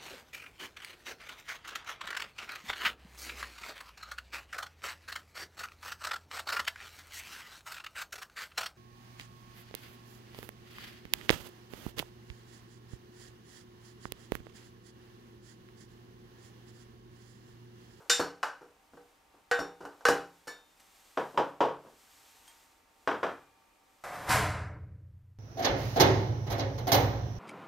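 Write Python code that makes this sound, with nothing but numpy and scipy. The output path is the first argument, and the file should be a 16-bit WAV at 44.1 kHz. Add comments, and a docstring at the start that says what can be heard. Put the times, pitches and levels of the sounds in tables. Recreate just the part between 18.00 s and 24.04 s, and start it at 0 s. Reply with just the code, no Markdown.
"""Knife on a paint tin lid

A knife levers at the lid of a small tin on a wooden bench: the blade slips with a crack, tin and steel
ring, the tin thumps back down. A tool knocks on the bench, the knife snaps shut, the tool is laid down.
A padded jacket rustles with the arm; the small, hard workshop rings after each blow over a faint hum."""
import sys
import numpy as np
from scipy import signal
from scipy.fft import rfft, irfft, next_fast_len
from scipy.io import wavfile
from scipy.ndimage import uniform_filter1d

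SR = 44100
rng = np.random.default_rng(int(sys.argv[2]) if len(sys.argv) > 2 else 0)


def file_out(sig):
    """Save sig as 16-bit WAV at sys.argv[1]."""
    # one column per channel
    cols = np.atleast_2d(sig).T
    # limit, then scale
    lim = np.clip(cols, -1, 1)
    pcm = np.round(lim * 32767).astype(np.int16)
    wavfile.write(sys.argv[1], SR, pcm)


N = 266275
TIME_S = np.arange(N) / SR
RING_S = np.arange(40960) / SR  # time axis of one blow
# low room modes: pitch_hz, level_db, t60_s
ROOM_MODES = [(97, -19, .55), (140, -16, .55), (173, -8, .52), (288, 1.5, .42), (416, -1, .42)]
# bright spectrum of fabric and knife click: freq_hz, gain_db
BRIGHT_COLOUR = [(200, -15.5), (900, 0), (2000, 0), (3200, 0), (5000, -1.5), (8000, -1), (11000, -8),
                 (13000, -3), (16000, -16.5)]
# sleeve flick, then knife click: start_s, level_db, contact_s
SNAPS = [(2.799, -28, 0.0086), (4.478, -27, 0.0032)]


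def undb(db):
    """Decibels to gain."""
    return 10 ** (np.asarray(db) / 20)


def add(out, start_s, sound):
    """Mix a sound in at start_s."""
    start = max(int(start_s * SR), 0)
    out[:, start:start + sound.shape[1]] += sound[:, :N - start]


def shape(x, points):
    """Minimum-phase filter through (freq_hz, gain_db) points."""
    n = next_fast_len(x.shape[-1], True)
    hz, db = np.transpose(points)
    bins_hz = np.arange(n // 2 + 1) * SR / n
    gain_db = np.interp(np.log(bins_hz + 1), np.log(hz), db)
    cepstrum = irfft(np.log(undb(gain_db)), n)
    cepstrum[1:n // 2] *= 2
    cepstrum[n // 2 + 1:] = 0
    return irfft(rfft(x, n) * np.exp(rfft(cepstrum)), n)[:, :x.shape[-1]]


def diffuse(size, width):
    """Stereo noise; width is side over mid."""
    mid, side = rng.standard_normal((2, size))
    return np.array([mid + width * side, mid - width * side])


def walk(rate_hz):
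    """Slow random drift, spread near 1."""
    knots = rng.standard_normal(4096)
    return np.interp(TIME_S * rate_hz, np.arange(len(knots)), knots)


def ripple(depth_db, step_hz, from_hz):
    """Crowded upper resonances as (freq_hz, gain_db) points."""
    hz = np.arange(1, 400) * step_hz
    return list(zip(hz, depth_db * rng.standard_normal(len(hz)) * np.clip(hz / from_hz - 1, 0, 1)))


def flatten(x, smooth_hz):
    """Level the broad humps of a burst's spectrum, at unit energy."""
    power = uniform_filter1d(abs(rfft(x.mean(axis=0))) ** 2, int(smooth_hz * x.shape[1] / SR))
    hz = np.linspace(1, SR / 2, len(power))
    return shape(x, np.column_stack([hz, -10 * np.log10(abs(power) + 1e-9)]))


def room_tail(slips, t60_s):
    """Slip energy fills the room and dies away."""
    stored = signal.lfilter([1], [1, -np.exp(-2 * np.log(1000) / (t60_s * SR))], slips ** 2)
    return np.sqrt(stored / stored.sum()) * diffuse(len(RING_S), width=.21)


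def blow(contact_s, direct, t60_s, grit_db):
    """A burst of tiny slips plus its room tail, whose treble dies first."""
    grit = undb(grit_db * np.repeat(rng.standard_normal(len(RING_S) // 32), 32))
    slips = np.exp(-RING_S / contact_s) * grit
    crack = flatten(slips * diffuse(len(RING_S), width=.1), smooth_hz=486)
    low, high = (signal.butter(2, 5300, kind, fs=SR, output="sos") for kind in ("low", "high"))
    room = signal.sosfilt(low, room_tail(slips, t60_s))
    room += signal.sosfilt(high, room_tail(slips, .75 * t60_s))
    return (direct * crack + room) / np.hypot(direct, 1)


def ring(modes, swell_s, scatter_db, detune=.0022):
    """Decaying modes that swell as reflections gather; each blow weights them anew."""
    side_rad = .17 * np.array([[1], [-1]])
    out = 0
    for hz, db, t60_s in modes:
        size, pitch, lag = rng.standard_normal(3)
        phase = 2 * np.pi * (hz * (1 + detune * pitch) * RING_S + rng.random())
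        decay = undb(db + scatter_db * size) * np.exp(-np.log(1000) * RING_S / t60_s)
        out = out + decay * np.sin(phase + lag * side_rad)
    return out * (1 - np.exp(-RING_S / swell_s))


def tone(x, centres_hz, bass_db, body_db, *upper_db):
    """A heavy push brings out bass, a sharp edge treble; the third band stays at 0 dB."""
    return shape(x, list(zip(centres_hz, (bass_db, body_db, 0, *upper_db))))


def add_snap(out, start_s, db, contact_s):
    """Mix in a short, bright burst."""
    burst = blow(contact_s, direct=1, t60_s=.25, grit_db=-1)
    add(out, start_s, undb(db) * shape(burst, BRIGHT_COLOUR))


def workshop():
    """Quiet room air from all around and a faint, wavering hum."""
    # air spectrum: freq_hz, gain_db
    air_colour = [(15, -43.5), (25, -1.5), (107, -10.5), (126, -17.5), (305, -7.5), (359, -12.5),
                  (567, -10), (722, -12), (782, -4), (848, -13), (1170, -10), (1410, -15), (2360, -16),
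                  (3830, -21.5), (15500, -30.5)]
    # hum partials: pitch_hz, relative_db
    partials = [(769.8, -78.5), (909.8, -75.5), (1180, -86), (1330, -86), (1680, -88)]
    air = shape(diffuse(N, width=.78), air_colour)
    hum = 0
    for hz, db in partials:
        peak = np.sqrt(2) * undb(db - 2 + 2 * walk(8.8))
        hum += peak * np.sin(2 * np.pi * hz * TIME_S + 1.1 * walk(16))
    return air / air.mean(axis=0).std() * undb(-68 + .5 * walk(6.8)) + hum


def jacket():
    """Smooth fabric slides on itself as the arm speeds up and slows; the sleeve flicks once."""
    # arm movements: middle_s, length_s, level_db
    moves = [(0, .6, -70.5), (1.05, 0.34, -75), (2.3, 1.5, -70.5), (3.13, 1, -63), (4.3, 1.13, -61.5),
             (5.202, 0.67, -68.5), (6, 0.53, -74)]
    rest_db = -78.5
    hiss = shape(diffuse(N, width=.25), BRIGHT_COLOUR)
    speeds = [undb(db) * np.cos(np.pi * np.clip((TIME_S - middle_s) / length_s, -.5, .5))
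              for middle_s, length_s, db in moves]
    rub = np.sqrt(undb(rest_db) ** 2 + np.sum(np.square(speeds), axis=0))
    out = hiss / hiss.std() * rub * undb(.8 * walk(32))
    add_snap(out, *SNAPS[0])
    return out


def strike_tin(db, tone_db, contact_s, ring_db, sheet):
    """A blow cracks through the thin sheet and rings the tin; its thrust booms in the room."""
    # tin modes: pitch_hz, level_db, t60_s
    tin_modes = [(481, 0, .36), (715, -15, .33), (790, -6.5, .46), (1130, -11, .25), (1272, -12, .22),
                 (1529, -.5, .27), (1634, -8, .24), (1671, -6, .26), (1883, -7.5, .24)]
    # crack spectrum: freq_hz, gain_db
    tin_colour = [(30, -9.5), (100, -12), (200, -8.5), (300, 4.5), (450, 10), (620, 9), (800, 9.5),
                  (1100, 12), (1550, 19), (1950, 7), (2350, 0.5), (4000, -4), (5800, -2.5), (9500, -14),
                  (13000, -18.5), (15000, -23)]
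    # band centres: bass_hz, body_hz, neutral_hz, treble_hz, edge_hz
    bands_hz = [280, 850, 1700, 5500, 12500]
    burst = blow(contact_s, direct=.9, t60_s=.35, grit_db=5)
    crack = shape(shape(burst, tin_colour), sheet)
    # a gentle push favours the lowest mode
    modes = [(hz, mode_db + .2 * min(db, 0) * np.log2(hz / tin_modes[0][0]), t60_s)
             for hz, mode_db, t60_s in tin_modes]
    tin = undb(ring_db) * ring(modes, swell_s=.0008, scatter_db=2)
    boom = undb(db + tone_db[0] - 49.5) * ring(ROOM_MODES, swell_s=.003, scatter_db=1.5)
    return undb(db) * tone(crack, bands_hz, *tone_db) + tin + boom


def knife_on_lid():
    """The blade nudges the rim, slips and lets the tin drop back; at last it scrapes off."""
    # blade slips: start_s, level_db, body_db, treble_db, contact_s, ring_db, drop_delay_s, drop_db
    slips = [(0.097, 2.5, -10.5, 16.5, 0.012, -34.5, 0.098, -6.2),
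             (0.4299, -3, 7.5, -1, 0.0037, -63, .18, -35), (1.5126, 3.5, -5, -4, 0.0067, -23.5, .078, -13),
             (2.0526, 6, -2, 1, 0.005, -26, 0.032, 2)]
    # blade seeking grip: start_s, level_db, bass_db, contact_s, ring_db
    nudges = [(.001, -36, 17.5, .033, -65.5), (.934, -39.5, 31.5, .008, -81), (.972, -38, 10, .0053, -49.5),
              (1.339, -43.5, 24, .016, -73), (1.805, -26.5, 23, 0.037, -55), (1.851, -22, 15.5, .0059, -50),
              (2.008, -33.5, 8, 0.012, -66.5)]
    out = np.zeros((2, N))
    sheet = ripple(depth_db=4.2, step_hz=60, from_hz=1300)
    for start_s, db, body_db, treble_db, contact_s, ring_db, drop_delay_s, drop_db in slips:
        slip_tone_db = (-6.5, body_db, treble_db, .69 * treble_db)  # bass, body, treble, edge
        add(out, start_s, strike_tin(db, slip_tone_db, contact_s, ring_db, sheet))
        # gentler drop: larger share of low end and ring, longer contact
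        soft_db = -.52 * np.clip(drop_db, -19, 0)
        drop_tone_db = (13.7 + soft_db, 6.9 + soft_db, 2.5, 7.8)
        landing_s = .0086 * undb(-.27 * drop_db)
        thump = strike_tin(drop_db, drop_tone_db, landing_s, drop_db + soft_db - 29.5, sheet)
        add(out, start_s + drop_delay_s, thump)
    for start_s, db, bass_db, contact_s, ring_db in nudges:
        add(out, start_s, strike_tin(db, (bass_db, 15.5, 2, 5), contact_s, ring_db, sheet))
    lift_off = strike_tin(db=-19, tone_db=(8.1, 8.2, 8.5, 15.7), contact_s=.018, ring_db=-50.5, sheet=sheet)
    add(out, 2.472, lift_off)
    return signal.sosfilt(signal.butter(2, 14300, fs=SR, output="sos"), out)


def blade_and_rim():
    """The freed blade sings until the grip damps it; the rim rings at pitches the contact favours."""
    # blade and rim modes: pitch_hz, level_db, t60_s
    blade_modes = [(3652, 0, .3), (5340, -18, .2), (5850, -15, .22), (7232, -2, .3), (8404, -17.5, .42)]
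    rim_modes = [(1746, -4, .27), (2245, -6, .28), (4395, -3, .26), (5350, -7, .22), (5496, -5, .26),
                 (5645, -6, .25), (6970, -10, .3), (7400, -10, .22), (9270, -17, .16), (10900, -12, .22)]
    # blade springs free: start_s, level_db, tilt_db_per_octave, t60_ratio
    twangs = [(.0975, -15.5, -0.5, 0.71), (1.513, -41, -6, 1.46), (2.053, -41, -8.5, .8),
              (2.485, -49.5, -25, 1.8)]
    # edge catches rim: start_s, level_db, focus_hz
    pings = [(.197, -35, 4400), (1.594, -39, 5500), (2.053, -36, 5600), (2.474, -33.5, 1750)]
    out = np.zeros((2, N))
    for start_s, db, tilt_db_per_octave, t60_ratio in twangs:
        modes = [(hz, mode_db + tilt_db_per_octave * np.log2(hz / blade_modes[0][0]), t60_s * t60_ratio)
                 for hz, mode_db, t60_s in blade_modes]
        add(out, start_s, undb(db) * ring(modes, swell_s=.02, scatter_db=.6, detune=.0004))
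    for start_s, db, focus_hz in pings:
        modes = [(hz, mode_db - 12 * min(abs(np.log2(hz / focus_hz)) / .4, 1), t60_s)
                 for hz, mode_db, t60_s in rim_modes]
        add(out, start_s, undb(db) * ring(modes, swell_s=.006, scatter_db=.7, detune=.001))
    return out


def rebounds(start_s, db, flight_s):
    """Times and levels of a blow and two ever quicker, weaker rebounds."""
    for k in range(3):
        yield start_s, db - 9.5 * k
        start_s += flight_s * .83 ** k


def tool_on_bench():
    """Dull knocks ring the wooden top, most where hollow; metal on it sings on after the last."""
    # tool knocks: start_s, level_db, hollow_db, contact_s, flight_s
    knocks = [(3.172, -0.5, -0.5, 0.0076, .022), (3.344, -28.5, 7, .004, .016),
              (3.375, 1.5, 4, 0.0077, .021), (3.6054, 0, 6.5, 0.011, .0435), (3.849, -31, 3, 0.022, .03),
              (5.0747, 6, -4, 0.0098, 0.038), (5.2306, 3.5, -5.5, 0.013, .034)]
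    # modes of the top and of metal on it: pitch_hz, level_db, t60_s
    board_modes = [(139.8, -21, 0.77), (321, -6, 0.27), (445, 1, .33), (502, 6, 0.24), (556, 1.5, 0.29),
                   (679, -17, 0.3), (804, -17, .3), (937, 6.5, 0.24), (978, 1.5, 0.27), (1095, -1, 0.28),
                   (1220, -12.5, .3), (2420, -18, 0.2), (2990, -15.5, .22), (3320, -24.5, 0.13)]
    metal_modes = [(1147, -3, 2.8), (1162, -1, 2.3), (2395, -7, 2.2), (2430, -8, 3)]
    # thud spectrum: freq_hz, gain_db
    wood_colour = [(30, -9), (100, -1), (200, 9.5), (300, 17.5), (520, 19), (1000, 15.5), (1600, 10),
                   (2100, 0), (3000, -0.5), (4200, -10.5), (7000, -18), (10000, -32), (15000, -32)]
    # band centres: bass_hz, body_hz, neutral_hz, treble_hz
    bands_hz = [280, 850, 1700, 2900]
    out = np.zeros((2, N))
    planks = ripple(depth_db=3.5, step_hz=73.55, from_hz=2300)
    for first_s, first_db, hollow_db, contact_s, flight_s in knocks:
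        for start_s, db in rebounds(first_s, first_db, flight_s):
            bass_db = -5 + .53 * hollow_db - .4 * min(db, 0)  # gentler knocks are bassier
            treble_db = -2.5 + .63 * hollow_db
            burst = blow(contact_s, direct=.84, t60_s=.34, grit_db=5.5)
            wood = shape(shape(burst, wood_colour), planks)
            thud = tone(wood, bands_hz, bass_db, hollow_db, treble_db)
            board = ring(board_modes, swell_s=.0006, scatter_db=1, detune=.0041)
            boom = undb(bass_db - 42) * ring(ROOM_MODES, swell_s=.0078, scatter_db=2)
            add(out, start_s, undb(db) * (thud + undb(1.53 * hollow_db - 39.5) * board + boom))
    metal = ring(metal_modes, swell_s=.01, scatter_db=2, detune=.000494)
    add(out, knocks[-1][0], undb(-64) * metal)
    return out


def knife_shut():
    """A small click and steel ping as the folding knife snaps shut."""
    # knife modes: pitch_hz, level_db, t60_s
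    knife_modes = [(3210, 0, 0.17), (6535, -5, .15), (8748, 1, .15)]
    out = np.zeros((2, N))
    add_snap(out, *SNAPS[1])
    add(out, 4.479, undb(-56.5) * ring(knife_modes, swell_s=.001, scatter_db=2))
    return out


def scene():
    """All sources, the bench slightly to the left."""
    pan_db = np.array([[.25], [-.25]])
    bench = (knife_on_lid() + blade_and_rim() + tool_on_bench()) * undb(pan_db)
    return bench + jacket() + knife_shut() + workshop()


def record(dry):
    """Close microphones hear the bass alike; deep rumble and the very top are cut."""
    # stereo width: freq_hz, side_gain_db
    spread = [(60, -12.5), (250, -4.5), (700, -2.5), (2000, 0), (5000, -3.5), (8000, -0.5), (12000, -8.5)]
    mid = dry.mean(axis=0)
    sound = mid + shape(dry - mid, spread)
    sound = signal.sosfilt(signal.butter(2, 32, "high", fs=SR, output="sos"), sound)
    return signal.sosfilt(signal.ellip(8, .2, 70, 15450, fs=SR, output="sos"), sound)


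dry = scene()
out = record(dry)
file_out(out)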